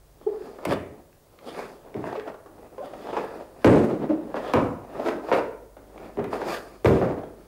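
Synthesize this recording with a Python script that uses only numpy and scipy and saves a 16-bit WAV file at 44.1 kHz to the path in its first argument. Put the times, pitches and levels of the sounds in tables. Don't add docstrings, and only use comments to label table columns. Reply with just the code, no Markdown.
import sys
import numpy as np
from scipy import signal
from scipy.fft import rfft, irfft
from scipy.io import wavfile
from scipy.ndimage import uniform_filter1d

SR = 44100
rng = np.random.default_rng(int(sys.argv[2]) if len(sys.argv) > 2 else 0)


def decibels_to_gain(level_db):
    exponent = np.asarray(level_db, float) / 20
    return 10 ** exponent


def dump(signal):
    limited = np.clip(np.atleast_2d(signal).T, -1, 1)
    pcm = np.round(limited * 32767).astype(np.int16)
    wavfile.write(sys.argv[1], SR, pcm)


N = 329413


def unit(x):
    return x / np.sqrt(np.mean(x ** 2))


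def band(x, low_hz, high_hz, order=2):
    edges_hz = [low_hz, min(high_hz, 0.48 * SR)]
    return signal.sosfilt(signal.butter(order, edges_hz, "band", fs=SR, output="sos"), x)


def walk(rate_hz):
    hold = int(SR / rate_hz)
    levels = rng.standard_normal(N // hold + 1)
    return uniform_filter1d(np.repeat(levels, hold), hold)[:N]


def bursts(starts_s, levels_db, lengths_ms, rise_ms):
    out = np.zeros(N + SR)
    t_ms = np.arange(SR // 4) / SR * 1000
    rise = np.minimum(t_ms / rise_ms, 1)
    for start_s, level_db, length_ms in zip(starts_s, levels_db, lengths_ms):
        i = int(start_s * SR)
        out[i:i + len(t_ms)] += decibels_to_gain(level_db) * rise * np.exp(-t_ms / max(length_ms, 0.3))
    return out[:N]


# frequency_hz [Hz], density_db [dB per Hz]
HISS_SPECTRUM = [(15, -38), (25, -2.5), (76, -7.5), (127, -6.5), (195, -19.5), (427, -10.5), (2410, -31),
                 (16000, -31)]
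# [dB rms after, before the splice]
WHISTLES = [(100, -66, -74), (150, -72, -70), (9603, -78.5, -95), (15626, -80.5, -80.5)]
# time_s [s], level_db [dB rms]
MAINS_HUM = [(0.0, -58.5), (1.3, -72), (2.4, -66), (4.0, -58.5), (7.47, -54.5)]
HISS_DB, SPLICE_S = -58, 2.4


def machine_noise():
    hz, density_db = np.transpose(HISS_SPECTRUM)
    bin_hz = np.arange(N // 2 + 1) * SR / N + 1
    shape = decibels_to_gain(np.interp(np.log(bin_hz), np.log(hz), density_db))
    hiss = irfft(rfft(rng.standard_normal(N)) * shape, N)
    t = np.arange(N) / SR
    tape_time = t + np.cumsum(0.0004 * (walk(6) - walk(6))) / SR
    tones = np.zeros(N)
    for hz, late_db, early_db in WHISTLES:
        level_db = np.where(t > SPLICE_S, late_db, early_db) + 1.1 * walk(4.64)
        tones += decibels_to_gain(level_db) * np.sin(2 * np.pi * hz * tape_time)
    hum_db = np.interp(t, *np.transpose(MAINS_HUM)) + 1.7 * walk(6.8)
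    tones += decibels_to_gain(hum_db) * np.sin(2 * np.pi * 50 * tape_time)
    return decibels_to_gain(HISS_DB + 0.12 * walk(1.8)) * unit(hiss) + np.sqrt(2) * tones


# centre_hz [Hz], t60_s [s], build_up_ms [ms], level_db [dB]
HALL_BANDS = [(59, 0.56, 150, 2), (124.5, 0.5, 4.4, -0.5), (225, 0.61, 2.5, -3.5), (431, 0.62, 1.4, -3),
              (1086, 0.55, 1.2, -7.5), (1820, 0.5, 0.46, -3.5), (3630, 0.42, 0.57, -7.5),
              (7850, 0.68, 7, -8.5), (13000, 0.48, 3, -13)]


def echoes(count):
    t = np.arange(int(1.3 * SR)) / SR
    echo = 0
    for hz, t60_s, build_up_ms, level_db in HALL_BANDS:
        noise = band(rng.standard_normal((count, len(t))), hz / np.sqrt(2), hz * np.sqrt(2))
        envelope = (1 - np.exp(-t * 1000 / build_up_ms)) * 1000.0 ** (-t / t60_s)
        echo = echo + decibels_to_gain(level_db) * noise * envelope
    return np.pad(echo, ((0, 0), (int(0.006 * SR), 0)))


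def hall(x, echo):
    size = SR // 2
    out, padded = np.zeros(N + 4 * SR), np.pad(x, size)
    for k, i in enumerate(range(-size // 2, N, size // 2)):
        part = padded[i + size:i + 2 * size] * np.hanning(size)
        wet = signal.fftconvolve(part, echo[k % len(echo)])
        out[i + size:i + size + len(wet)] += wet
    return out[size:size + N]


# start_s [s], level_db [dB], pitch_hz [slips per s], length_s [s], overtone_db [dB]
SKIN_SQUEAKS = [
    (0.262, -14, 408, 0.023, -18.5),
    (1.946, -21.5, 402, 0.02, -40),
    (2.167, -25.5, 430, 0.045, -36),
    (2.265, -35.5, 520, 0.039, -43),
    (2.775, -33.5, 517, 0.037, -8.5),
    (2.799, -28.5, 576, 0.032, -26),
    (2.82, -32.5, 733, 0.027, -18),
    (4.088, -13.5, 318.6, 0.038, -13),
    (4.092, -21, 578, 0.045, -45),
]


def squeaks():
    out = np.zeros(N)
    waver = 1 + 0.015 * walk(150)
    for start_s, level_db, pitch_hz, length_s, overtone_db in SKIN_SQUEAKS:
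        progress = np.arange(int(length_s * SR)) / (length_s * SR)
        i = int(start_s * SR)
        span = slice(i, i + len(progress))
        phase = 2 * np.pi * np.cumsum(pitch_hz * waver[span]) / SR
        tone = np.sin(phase) + decibels_to_gain(overtone_db) * np.sin(2 * phase)
        out[span] += decibels_to_gain(level_db) * np.sin(np.pi * progress) ** 2 * tone
    return out


def resonate(x, modes):
    out = 0
    for k, (hz, width_hz, level_db) in enumerate(modes):
        mode = signal.lfilter(*signal.iirpeak(hz, hz / width_hz, SR), x)
        out = out + (-1) ** k * decibels_to_gain(level_db) * mode
    return out


# start_s [s], blow_db [dB], boom_db, knock_db, slap_db [dB re blow]
FLOOR_BLOWS = [(0.666, -27, 14.5, -11, -20), (0.71, -24.5, -6, -1.5, 0), (1.951, -22, -9, -11.5, -33),
               (2.041, -38, -2, 14.5, 5), (3.645, 1.5, -4.5, -3.5, -11), (4.343, -29.5, -17, 9.5, 1),
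               (4.537, -12, 1.5, 6.5, -24), (5.316, -14, -18, 6.5, -8), (6.172, -21, -1.5, -7, -13),
               (6.192, -31.5, -25, 7, -10), (6.846, -7.5, 9, -13, -11), (7.015, -20, 0.5, 7, -33),
               (7.04, -21, -23, -14, -29)]
# frequency_hz [Hz], width_hz [Hz], level_db [dB]
BOARD_MODES = [(139, 11, -33), (221.4, 115, -7), (269, 43, 3), (382.4, 99.4, 6.5), (430, 176, 3.5)]
# frequency_hz [Hz], width_hz [Hz], level_db [dB]
KNOCK_MODES = [(520, 227, 3.5), (641, 320, 6), (820, 180, -5.5), (946, 225, -4.5)]
SLAP_BAND = 1000, 2600
SCUFF_DB = -21.5
SCUFF_PER_DB, SCUFF_PER_BOOM = 0.8, 0.5


def stamps():
    start_s, blow_db, boom_db, knock_db, slap_db = np.transpose(FLOOR_BLOWS)
    count = len(start_s)
    lags_s = np.cumsum(rng.uniform(0.001444, 0.0046, (count, 3)), axis=1) - 0.0015

    def contacts(level_db):
        out = np.zeros(N)
        out[(start_s * SR).astype(int)] = decibels_to_gain(level_db)
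        later = ((start_s[:, None] + lags_s) * SR).astype(int)
        out[later] = decibels_to_gain(level_db[:, None] - np.array([6, 9, 12]))
        return out

    blow = resonate(contacts(blow_db + 39), BOARD_MODES)
    blow += resonate(contacts(blow_db + knock_db + 32.5), KNOCK_MODES)
    blow = band(band(blow, 60, 1600), 30, 1800)
    boom = band(band(contacts(blow_db + boom_db + 42), 42, 144, order=1), 69, 206)
    slap = band(band(contacts(blow_db + slap_db + 18.5), *SLAP_BAND), 500, 4100)
    scuff_db = SCUFF_DB + SCUFF_PER_DB * blow_db + SCUFF_PER_BOOM * boom_db
    scuff_env = bursts(start_s, blow_db + scuff_db - 1.5, np.full(count, 9.0), rise_ms=1)
    scuff = band(rng.standard_normal(N) * scuff_env, 1530, 10400, order=1)
    return blow + slap + scuff, boom


# start_s [s], body_db [dB], length_ms [ms]
FOLD_POPS = [(0.211, -42, 5), (0.584, -32, 6.3), (2.125, -21, 3.8), (2.151, -23, 5.6), (2.341, -28, 3),
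             (2.459, -37.5, 8), (2.779, -28, 3.4), (2.934, -29.5, 7.2), (3.07, -16, 1.86),
             (3.127, -23.5, 14), (3.165, -18, 12), (3.204, -40, 2.2), (4.445, -24, 5), (4.996, -21, 4.4),
             (5.058, -17, 9.8), (5.084, -9, 3.8), (5.284, -26, 11), (5.766, -35.5, 6), (6.328, -16.5, 4.8),
             (6.414, -17.5, 4), (6.485, -4, 1.06), (7.118, -26, 3.5), (7.232, -29, 4.2)]
# start_s [s], body_db [dB], slap_db,
# crack_db [dB re body], length_ms [ms]
BRIGHT_SNAPS = [(0.419, -36, -7, -24, 3.8), (0.651, -22.5, 2, 13.5, 6.5), (0.708, -29, 5, -5, 4.5),
                (0.732, -22, 0, -10, 3.6), (5.324, -24.5, 5, -15, 16.3), (1.128, -63.5, 20, 3, 2.1),
                (1.388, -49.5, 16.5, -10, 2.7), (1.545, -41, 9, -20, 4), (1.589, -17.5, -13, -35, 2.4),
                (1.942, -37.5, 8, -6, 2), (2.197, -36, 8, -25, 3.1), (2.276, -27.5, -7, -25, 5.1),
                (2.16, -43.5, 6, -27, 16), (2.855, -48, 1, 17, 11), (3.246, -45, 3, 21, 3.3),
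                (3.845, -51, 9, 28, 10), (4.09, -35.5, -5, -20, 15), (4.365, -26, -4, -15, 9),
                (4.478, -30, -9, -22, 7.6), (4.535, -24, 7.5, 12.5, 7.6), (5.977, -37, -1, -15, 4.9),
                (6.241, -19, -10.5, -1, 2.7), (6.856, -1.5, -12, -26, 3)]
POP_SLAP_DB, POP_CRACK_DB = -26, -36


def snaps():
    pops = [(s, db, POP_SLAP_DB, POP_CRACK_DB, ms) for s, db, ms in FOLD_POPS]
    start_s, body_db, slap_db, crack_db, length_ms = np.transpose(list(BRIGHT_SNAPS) + pops)
    noise = rng.standard_normal((3, N))
    body_env = bursts(start_s, body_db + 13.5, 1.48 * length_ms, rise_ms=3)
    slap_env = bursts(start_s, body_db + slap_db + 4.5, 0.95 * length_ms, rise_ms=1)
    crack_env = bursts(start_s, body_db + crack_db - 20, 0.63 * length_ms, rise_ms=0.77)
    body = band(noise[0] * body_env, 290, 897)
    slap = band(noise[1] * slap_env, *SLAP_BAND)
    crack = band(noise[2] * crack_env, 3200, 18000, order=1)
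    return body + slap + crack


# peak_s [s], flap_db [dB], build_up_s [s], die_away_s [s], brightness_db [dB]
LIMB_SWINGS = [(.235, -48, .1, .15, 3), (.46, -41, 0.8, 0.94, 6), (.6, -53.5, 0.3, 0.13, -6),
               (.728, -13, 0.18, 0.078, -1.5), (1.0, -41.5, 0.44, 0.25, -18), (1.49, -29, 0.15, 0.22, 4),
               (1.6, -28.5, 0.45, 0.48, 4), (2.07, -33.5, 0.24, 0.36, 2), (2.19, -27.5, 0.82, 0.17, -7),
               (2.282, -26.5, 0.12, 0.12, -9), (2.631, -37.5, 0.46, 0.99, -10.5),
               (2.85, -32.5, 0.15, 0.57, -4), (3.05, -36, 0.92, 0.24, 3.5), (3.178, -25.5, 0.54, 1, -3.5),
               (3.621, -38, 0.11, 0.3, 4.5), (4.469, -26.5, 0.53, 0.76, -2.5),
               (4.96, -26.5, 0.44, 0.57, -10), (5.08, -15.5, 0.2, 0.23, -4.5),
               (5.291, -24.5, 0.23, 0.3, -3.5), (6.05, -35, 0.59, 1, -3.5),
               (6.335, -23.5, 0.11, 0.39, -0.5), (6.43, -20.5, 0.25, 0.25, -24),
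               (6.542, -21, 0.36, 0.24, 8.5), (7.45, -46, 0.4, 0.24, 4)]
# start_s [s], flap_db [dB], die_away_s [s], push_db [dB],
# brightness_db [dB]
CLOTH_JOLTS = [(.275, -34, 0.68, -21, -28), (.66, -31, 0.31, 15, -7), (1.955, -32, 0.23, 4, -9),
               (3.657, -11.5, 0.72, 8.5, -11), (4.094, -25, 0.32, 6, -16), (4.345, -22.5, 0.26, -10, -6),
               (4.54, -6.5, 0.26, -6.5, -19), (5.323, -12, 0.29, -15, -7), (5.765, -44, 0.23, -3, -14),
               (6.179, -20, 0.25, 4, -28), (6.66, -41.5, 1, -2.5, 6.5), (6.857, -19, 0.51, 15, 0.5),
               (7.013, -17.5, 0.43, -10, -39)]
FADE_DB, FADE_BEND, JOLT_RISE_S = 38.5, 0.92, 0.01
PUSH_DB, RUSTLE_DB, SWISH_DB = -1, -7.5, -20.5
RUSTLE_SHARE, PUSH_SHARE = 0.68, 0.45
RUSTLE_FADE, SWISH_FADE = 1.37, 1.16


def motion():
    moves = []
    for peak_s, flap_db, rise_s, fall_s, bright_db in LIMB_SWINGS:
        push_db = PUSH_DB - PUSH_SHARE * (flap_db + FADE_DB)
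        moves.append((peak_s, flap_db, rise_s, fall_s, push_db, bright_db))
    for start_s, flap_db, fall_s, push_db, bright_db in CLOTH_JOLTS:
        moves.append((start_s + JOLT_RISE_S, flap_db, JOLT_RISE_S, fall_s, push_db, bright_db))
    t = np.arange(0, N / SR + 0.01, 0.001)
    fade = np.array([[1], [1], [RUSTLE_FADE], [SWISH_FADE]])
    power = 0
    for peak_s, flap_db, rise_s, fall_s, push_db, bright_db in moves:
        distance = np.where(t < peak_s, (peak_s - t) / rise_s, (t - peak_s) / fall_s)
        lost_db = FADE_DB * distance ** FADE_BEND
        layers_db = np.array([0, push_db, RUSTLE_DB + RUSTLE_SHARE * bright_db, SWISH_DB + bright_db])
        power = power + decibels_to_gain(flap_db + layers_db[:, None] - lost_db * fade) ** 2
    return np.array([np.interp(np.arange(N) / SR, t, gain) for gain in np.sqrt(power)])


def grains(rate_hz, spread_db):
    chance = rng.random((3, N))
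    size_db = -spread_db * np.log(1 - 0.98 * chance[2])
    return unit((chance[0] < rate_hz / SR) * np.sign(chance[1] - 0.5) * decibels_to_gain(size_db))


def patchy(x, lowest_hz, tilt_db, patchy_db):
    out = 0
    for hz in lowest_hz * np.sqrt(2) ** np.arange(4):
        level_db = tilt_db * np.log2(hz) + patchy_db * walk(13)
        out = out + band(x, hz / 1.122, hz * 1.098) * decibels_to_gain(level_db)
    return unit(out)


def cloth():
    folds, creases = grains(300, 3.5), grains(1200, 2)
    flutter = decibels_to_gain(3.22 * walk(35))
    flap = unit(band(folds + 1.78 * creases, 315, 764))
    push = unit(band(folds + 3.03 * rng.standard_normal(N), 174, 466))
    rustle = patchy(creases + 1.8 * rng.standard_normal(N), 1150, tilt_db=-8.5, patchy_db=3.5)
    fibres = grains(4000, 0.67) + 0.35 * creases
    swish = patchy(fibres, 4700, tilt_db=-3, patchy_db=1.5)
    swish += 0.4 * unit(band(fibres, 4400, 5200))
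    layers = [flutter * flap, flutter * push, flutter ** 0.25 * rustle, flutter ** 0.4 * swish]
    return decibels_to_gain(-9) * (motion() * layers).sum(axis=0)


def scene():
    skin = squeaks()
    feet, boom = stamps()
    pops = snaps()
    weave = cloth()
    sent = decibels_to_gain(-24) * feet + decibels_to_gain(-27) * boom
    sent += decibels_to_gain(-29) * pops + decibels_to_gain(-40) * weave + decibels_to_gain(-31) * skin
    return (feet + pops + weave + skin + hall(sent, echoes(count=7)))[None]


def band_limit(x):
    return signal.sosfilt(signal.butter(12, 16440, fs=SR, output="sos"), x)


def record(dry):
    tape_top = 0.33
    tape = dry / (1 + np.abs(dry / tape_top) ** 3) ** (1 / 3)
    playback = signal.butter(2, [45, 13000], "band", fs=SR, output="sos")
    played = signal.sosfilt(playback, tape) + machine_noise()
    top = signal.ellip(14, 0.3, 70, 15760, fs=SR, output="sos")
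    mix = signal.sosfilt(top, played)
    return band_limit(mix)


dry = scene()
out = record(dry)
dump(out)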